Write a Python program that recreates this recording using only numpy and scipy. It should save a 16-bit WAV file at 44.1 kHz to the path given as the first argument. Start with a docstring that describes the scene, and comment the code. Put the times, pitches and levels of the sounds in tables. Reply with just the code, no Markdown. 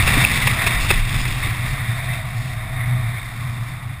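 """Parachute opening, heard from the wrist

A small camera rides in a closed housing on the jumper's wrist. The canopy flutters and cracks
as it fills, then settles while the air rush slows. Turbulence buffets the housing, which booms
at one low resonance, whistles at an edge and colours the rush. Lines chirp and straps rub.
The camera's 12 kHz sample-and-hold adds a gritty treble."""
import sys
import numpy as np
from scipy import signal
from scipy.fft import rfft, irfft
from scipy.io import wavfile

SR = 44100
rng = np.random.default_rng(int(sys.argv[2]) if len(sys.argv) > 2 else 0)


def file_out(sig):
    """Save sig as 16-bit WAV at sys.argv[1]."""
    # one column per channel
    cols = np.atleast_2d(sig).T
    # limit, then scale
    lim = np.clip(cols, -1, 1)
    pcm = np.round(lim * 32767).astype(np.int16)
    wavfile.write(sys.argv[1], SR, pcm)


N = 176400
TIME_S = np.arange(N) / SR
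BINS_HZ = np.arange(N // 2 + 1) * SR / N


def from_db(db):
    """Decibels to gain."""
    return 10 ** (np.asarray(db) / 20)


def unit_rms(x):
    """Scale to unit power."""
    return x / np.sqrt(np.mean(x ** 2) + 1e-20)


def gain_curve(points):
    """Gain per sample from rows of t/s, level/dB."""
    return from_db(np.interp(TIME_S, *np.transpose(points)))


def coloured(x, spectrum, rolloff_db_per_oct=36):
    """Filter by rows of f/Hz, level/dB, rolling off above the last; unit power."""
    hz, db = np.transpose(spectrum)
    octaves = np.log2(np.maximum(BINS_HZ, 1))
    octaves_above = np.maximum(octaves - np.log2(hz[-1]), 0)
    shape_db = np.interp(octaves, np.log2(hz), db) - rolloff_db_per_oct * octaves_above
    return unit_rms(irfft(rfft(x) * from_db(shape_db), N))


def noise(spectrum):
    """Coloured noise; unit power."""
    return coloured(rng.standard_normal(N), spectrum)


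def resonance(hz, half_width_hz):
    """Noise ringing in one resonance; unit power."""
    detuning = (BINS_HZ - hz) / half_width_hz
    return unit_rms(irfft(rfft(rng.standard_normal(N)) / (1 + detuning ** 2), N))


def drift(rate_hz):
    """Random wander, mostly below rate_hz; unit power."""
    return resonance(0, rate_hz)


def evened(x, share):
    """Flatten a share of the random swells of narrow-band noise; unit power."""
    swell = np.abs(signal.hilbert(unit_rms(x)))
    return unit_rms(x / (swell ** 2 + .1) ** (share / 2))


def bursts(events, attack_s):
    """Summed envelopes: rise, hold until hold_s after onset, fall 60 dB per decay_s."""
    envelope = np.zeros(N)
    for start_s, db, hold_s, decay_s in events:
        age_s = TIME_S - start_s
        rise = np.clip(age_s / attack_s, 0, 1)
        fall = from_db(-60 * np.clip((age_s - hold_s) / decay_s, 0, 10))
        envelope += from_db(db) * rise * fall
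    return envelope


def air_rush():
    """Air tears past the housing, heard through its wall resonances; one rings narrowly."""
    # bright part, set by air speed, and hollow lower part: t/s, relative level/dB
    bright_levels = [(0, -15.5), (.05, -27), (.08, -19.5), (.16, -21), (.22, -17), (.245, -22), (.265, -22),
                     (.47, -22), (.52, -23), (.565, -30), (.59, -18.5), (.65, -23.5), (.71, -21.5),
                     (.78, -25), (.86, -28.5), (.92, -22), (1.04, -32.5), (1.08, -29), (1.3, -30.5),
                     (1.37, -34.5), (1.43, -26), (1.55, -29.5), (2.0, -29.5), (2.13, -28.5), (2.2, -31),
                     (2.24, -36), (2.68, -35), (2.8, -32.5), (2.9, -33.5), (3.15, -32), (3.32, -36),
                     (3.75, -38), (3.9, -40.5)]
    hollow_levels = [(0, -25.5), (.24, -24.5), (.27, -30.5), (.48, -27), (.56, -25.5), (.68, -27),
                     (.8, -29.5), (1.05, -33.5), (1.5, -32), (2.1, -34.5), (2.49, -38.5), (2.81, -35),
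                     (3.2, -36.5), (3.8, -37.5), (4, -43)]
    # their spectra: f/Hz, level/dB
    bright_spectrum = [(900, -19), (1550, -11), (1850, 0.5), (2070, 1), (2400, -2.5), (2650, -21.5),
                       (2950, -22.5), (3250, -16.5), (4400, -20.5), (5300, -25), (5900, -27.5)]
    hollow_spectrum = [(200, 4.5), (330, -29), (450, -18), (560, -11.5), (700, -3), (880, -5.5), (1110, 3),
                       (1280, -1.5), (1550, -6), (2200, -42)]
    gain_db, flicker_db, ring_db = -1, .7, -10
    eddies = from_db(flicker_db * drift(rate_hz=24))
    wall_ring = from_db(ring_db) * resonance(hz=3640, half_width_hz=135)
    bright = gain_curve(bright_levels) * (noise(bright_spectrum) + wall_ring)
    hollow = gain_curve(hollow_levels) * noise(hollow_spectrum)
    return from_db(gain_db) * eddies * (bright + hollow)


def edge_whistle():
    """Air across a housing edge gives a faint, breathy whistle."""
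    # whistle strength: t/s, level/dB
    levels = [(0, -44), (.22, -34.5), (.36, -53), (.71, -36), (.95, -52), (1.65, -49), (2.1, -40.5),
              (2.44, -47), (2.65, -43), (2.98, -43.5), (3.35, -55)]
    # whistle band: f/Hz, level/dB
    spectrum = [(540, -34), (640, 2), (690, -1), (750, 2.5), (810, -10.5), (920, -43)]
    return gain_curve(levels) * evened(noise(spectrum), share=.5)


def housing_boom():
    """Shed eddies drive the housing's low resonance; the stronger the drone, the steadier it locks."""
    # boom strength: t/s, relative level/dB
    levels = [(0.0, -14), (0.03, -26), (0.05, -48), (0.13, -17), (0.18, -29), (0.2, -18), (0.23, -15),
              (0.29, -40), (0.47, -14.5), (0.49, -34), (0.51, -14.5), (0.58, -34), (0.6, -24), (0.72, -25),
              (0.76, -40), (0.95, -25.5), (1.05, -30), (1.17, -24), (1.38, -24.5), (1.43, -34),
              (1.46, -21.5), (1.65, -21.5), (1.69, -35), (1.74, -18), (1.77, -39), (1.82, -17.5),
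              (1.87, -30), (1.89, -18), (1.99, -22.5), (2.02, -30), (2.08, -21.5), (2.22, -35), (2.26, -19),
              (2.31, -43), (2.35, -23), (2.48, -22.5), (2.51, -31), (2.8, -24.5), (2.93, -12.5),
              (3.01, -22.5), (3.14, -25), (3.18, -37), (3.25, -31), (3.32, -44), (3.36, -25), (3.58, -23.5),
              (3.63, -18.5), (3.69, -35.5), (3.72, -25.5), (3.81, -37), (3.91, -28.5), (4.0, -39)]
    # rough skirt around the drone: f/Hz, level/dB
    skirt_spectrum = [(60, -64), (88, 11.5), (115, 11.5), (150, 4), (200, -17.5), (260, -11.5),
                      (400, -25.5)]
    boom_hz, wander_hz, flicker_db = 121.3, 8.8, 1.5
    drone_db, octave_db, skirt_db, lock_db = -2, -24, -28, -19
    envelope = gain_curve(levels)
    drive = envelope / from_db(lock_db)
    unsteadiness = 1 / (1 + drive ** 2)
    pitch_hz = boom_hz + wander_hz * unsteadiness * drift(rate_hz=29.6)
    phase = 2 * np.pi * np.cumsum(pitch_hz) / SR
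    drone = unit_rms(np.sin(phase) + from_db(octave_db) * np.sin(2 * phase))
    flicker = from_db(flicker_db * unsteadiness * drift(rate_hz=41))
    skirt = from_db(skirt_db) * drive ** .31 * noise(skirt_spectrum)
    return from_db(drone_db) * envelope * flicker * drone + skirt


def buffeting():
    """Large eddies shove the microphone, hardest while the canopy spreads."""
    # buffet strength: t/s, level/dB
    levels = [(0, -29), (.17, -39), (.26, -46), (.45, -32), (.57, -39), (.71, -33), (.77, -18.5),
              (.86, -29), (.95, -19), (1.03, -16.5), (1.08, -32), (1.17, -19.5), (1.3, -30), (1.49, -30),
              (1.6, -43), (1.72, -23), (1.79, -38), (2.95, -32.5), (3.3, -40), (4, -42)]
    # rumble: f/Hz, level/dB
    spectrum = [(12, -6.5), (30, 5), (42, 3.5), (58, -1.5), (85, -17), (170, -20.5)]
    return gain_curve(levels) * evened(noise(spectrum), share=.8)


def cloth_flutter():
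    """Hiss and tiny snapping creases, bunched into quick uneven flaps."""
    # flutter strength: t/s, relative level/dB
    levels = [(0, -33), (.1, -30), (.25, -34.5), (.49, -33), (.57, -37), (.63, -36), (.71, -32), (.77, -39),
              (.82, -34.5), (.89, -33), (.94, -37.5), (1.03, -39.5), (1.15, -37.5), (1.36, -39.5),
              (1.45, -39.5), (1.6, -43), (2.15, -50.5), (2.22, -51), (2.45, -49), (2.62, -54.5), (3.7, -54),
              (4, -57)]
    # cloth rustle: f/Hz, level/dB
    spectrum = [(120, 18.5), (250, 7), (450, -5), (900, -9), (1500, -3), (2200, 2), (2650, 10), (3050, -4),
                (3250, 2.5), (3550, 4.5), (4300, -4.5), (5200, -3), (5900, -11.5)]
    creases_per_s, spread_db, crease_share = 1100, 2.5, .77
    gain_db, flap_db = 11.5, 1.6
    snaps = (rng.random(N) < creases_per_s / SR) * rng.choice([-1, 1], N)
    creases = unit_rms(snaps * from_db(spread_db * np.minimum(rng.exponential(1, N), 4)))
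    hiss = rng.standard_normal(N)
    rustle = np.sqrt(crease_share) * creases + np.sqrt(1 - crease_share) * hiss
    flaps = from_db(flap_db * drift(rate_hz=40))
    return from_db(gain_db) * gain_curve(levels) * coloured(rustle * flaps, spectrum)


def canopy_cracks():
    """Panels snap taut."""
    # cracks: t/s, level/dB, hold/s, decay/s
    cracks = [(.0745, -13.5, .005, .03), (.9035, -11, .004, .016), (.9092, -11, .0045, .024),
              (.1386, -18, .004, .03), (.209, -18, .006, .04), (.237, -17, .0071, .02),
              (.4718, -12, .005, .03), (.6205, -22, .002, .019), (.664, -16, .014, .033),
              (.7048, -21.5, .0042, .032), (.9343, -23, .01, .036), (1.1423, -25.5, .019, .04),
              (1.252, -22.5, .0025, .065), (1.311, -21.5, .0018, .025), (1.471, -21.5, .0017, .022),
              (2.135, -27, .0028, .024)]
    # snapping cloth: f/Hz, level/dB
    spectrum = [(150, -16), (450, -13.5), (1100, -9), (1600, -11.5), (2620, 1), (3080, -23), (3550, -2.5),
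                (4300, -23), (5300, -15), (5800, -29)]
    return bursts(cracks, attack_s=.0011) * noise(spectrum)


def canopy_thumps():
    """The canopy catches air with dull thumps."""
    # thumps: t/s, level/dB, hold/s, decay/s
    thumps = [(.168, -20, 0.014, 0.029), (.668, -36, 0.0072, 0.042), (.902, -18, 0.011, 0.035),
              (1.465, -29, 0.004, 0.039)]
    # filling canopy: f/Hz, level/dB
    spectrum = [(110, -7), (220, -2.5), (370, -1.5), (470, -14), (560, -19)]
    return bursts(thumps, attack_s=.0032) * evened(noise(spectrum), share=.8)


def rigging_chirps():
    """Lines slip in the rigging and sing for a few milliseconds."""
    # slips: t/s, length/s, f/Hz, level/dB
    slips = [(.2484, 0.0038, 2540, 0), (0.895, .007, 2650, -19)]
    chirps = np.zeros(N)
    for start_s, length_s, hz, db in slips:
        age_s = TIME_S - start_s
        arch = np.sin(np.pi * np.clip(age_s / length_s, 0, 1))
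        chirps += from_db(db) * arch * np.sin(2 * np.pi * hz * age_s)
    return chirps


def strap_swishes():
    """Webbing and sleeves slide over the jacket, and a short clink sounds at 2.125 s."""
    # rubs, and one short clink at 2.125 s: t/s, level/dB, hold/s, decay/s
    rubs = [(.33, -30, .05, .06), (.79, -35.5, .06, .08), (1.66, -41, .08, .1), (2.03, -45.5, .025, .05),
            (2.125, -40, .014, .02), (2.35, -46, 0.19, 0.24), (3.2, -51.5, 0.54, .2)]
    # friction hiss: f/Hz, level/dB
    spectrum = [(2500, -7), (4300, -1), (4950, -4), (5300, -1), (5800, -9)]
    return bursts(rubs, attack_s=.013) * noise(spectrum)


def buckle_zip():
    """A strap runs through its buckle with a thin zip."""
    # strap run: t/s, level/dB, hold/s, decay/s
    runs = [(1.18, -38.5, .056, .06)]
    return bursts(runs, attack_s=.013) * resonance(hz=4980, half_width_hz=170)


def gust_howls():
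    """Gusts howl in the housing."""
    # gusts: t/s, level/dB, hold/s, decay/s
    gusts = [(2.07, -33, 0.066, 0.23), (2.76, -32, 0.088, 0.46)]
    return bursts(gusts, attack_s=.03) * resonance(hz=2070, half_width_hz=250)


def scene():
    """Wind and gear at one microphone."""
    wind = air_rush() + gust_howls() + edge_whistle() + housing_boom() + buffeting()
    canopy = cloth_flutter() + canopy_cracks() + canopy_thumps()
    harness = rigging_chirps() + strap_swishes() + buckle_zip()
    return (wind + canopy + harness)[None]


def record(dry):
    """The camera samples at 12 kHz, clips and holds each value, mirroring the sound into the treble."""
    clip_level, cutoff_hz = .85, 15300
    sampled_12khz = signal.resample_poly(dry, 40, 147, axis=1, window=("kaiser", 5))
    clipped = np.clip(sampled_12khz, -clip_level, clip_level)
    held_48khz = np.repeat(clipped, 4, axis=1)
    gritty = signal.resample_poly(held_48khz, 147, 160, axis=1)[:, :N]  # back to SR
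    lowpass = signal.ellip(12, .1, 90, cutoff_hz, fs=SR, output="sos")
    return signal.sosfilt(lowpass, gritty)


dry = scene()
out = record(dry)
file_out(out)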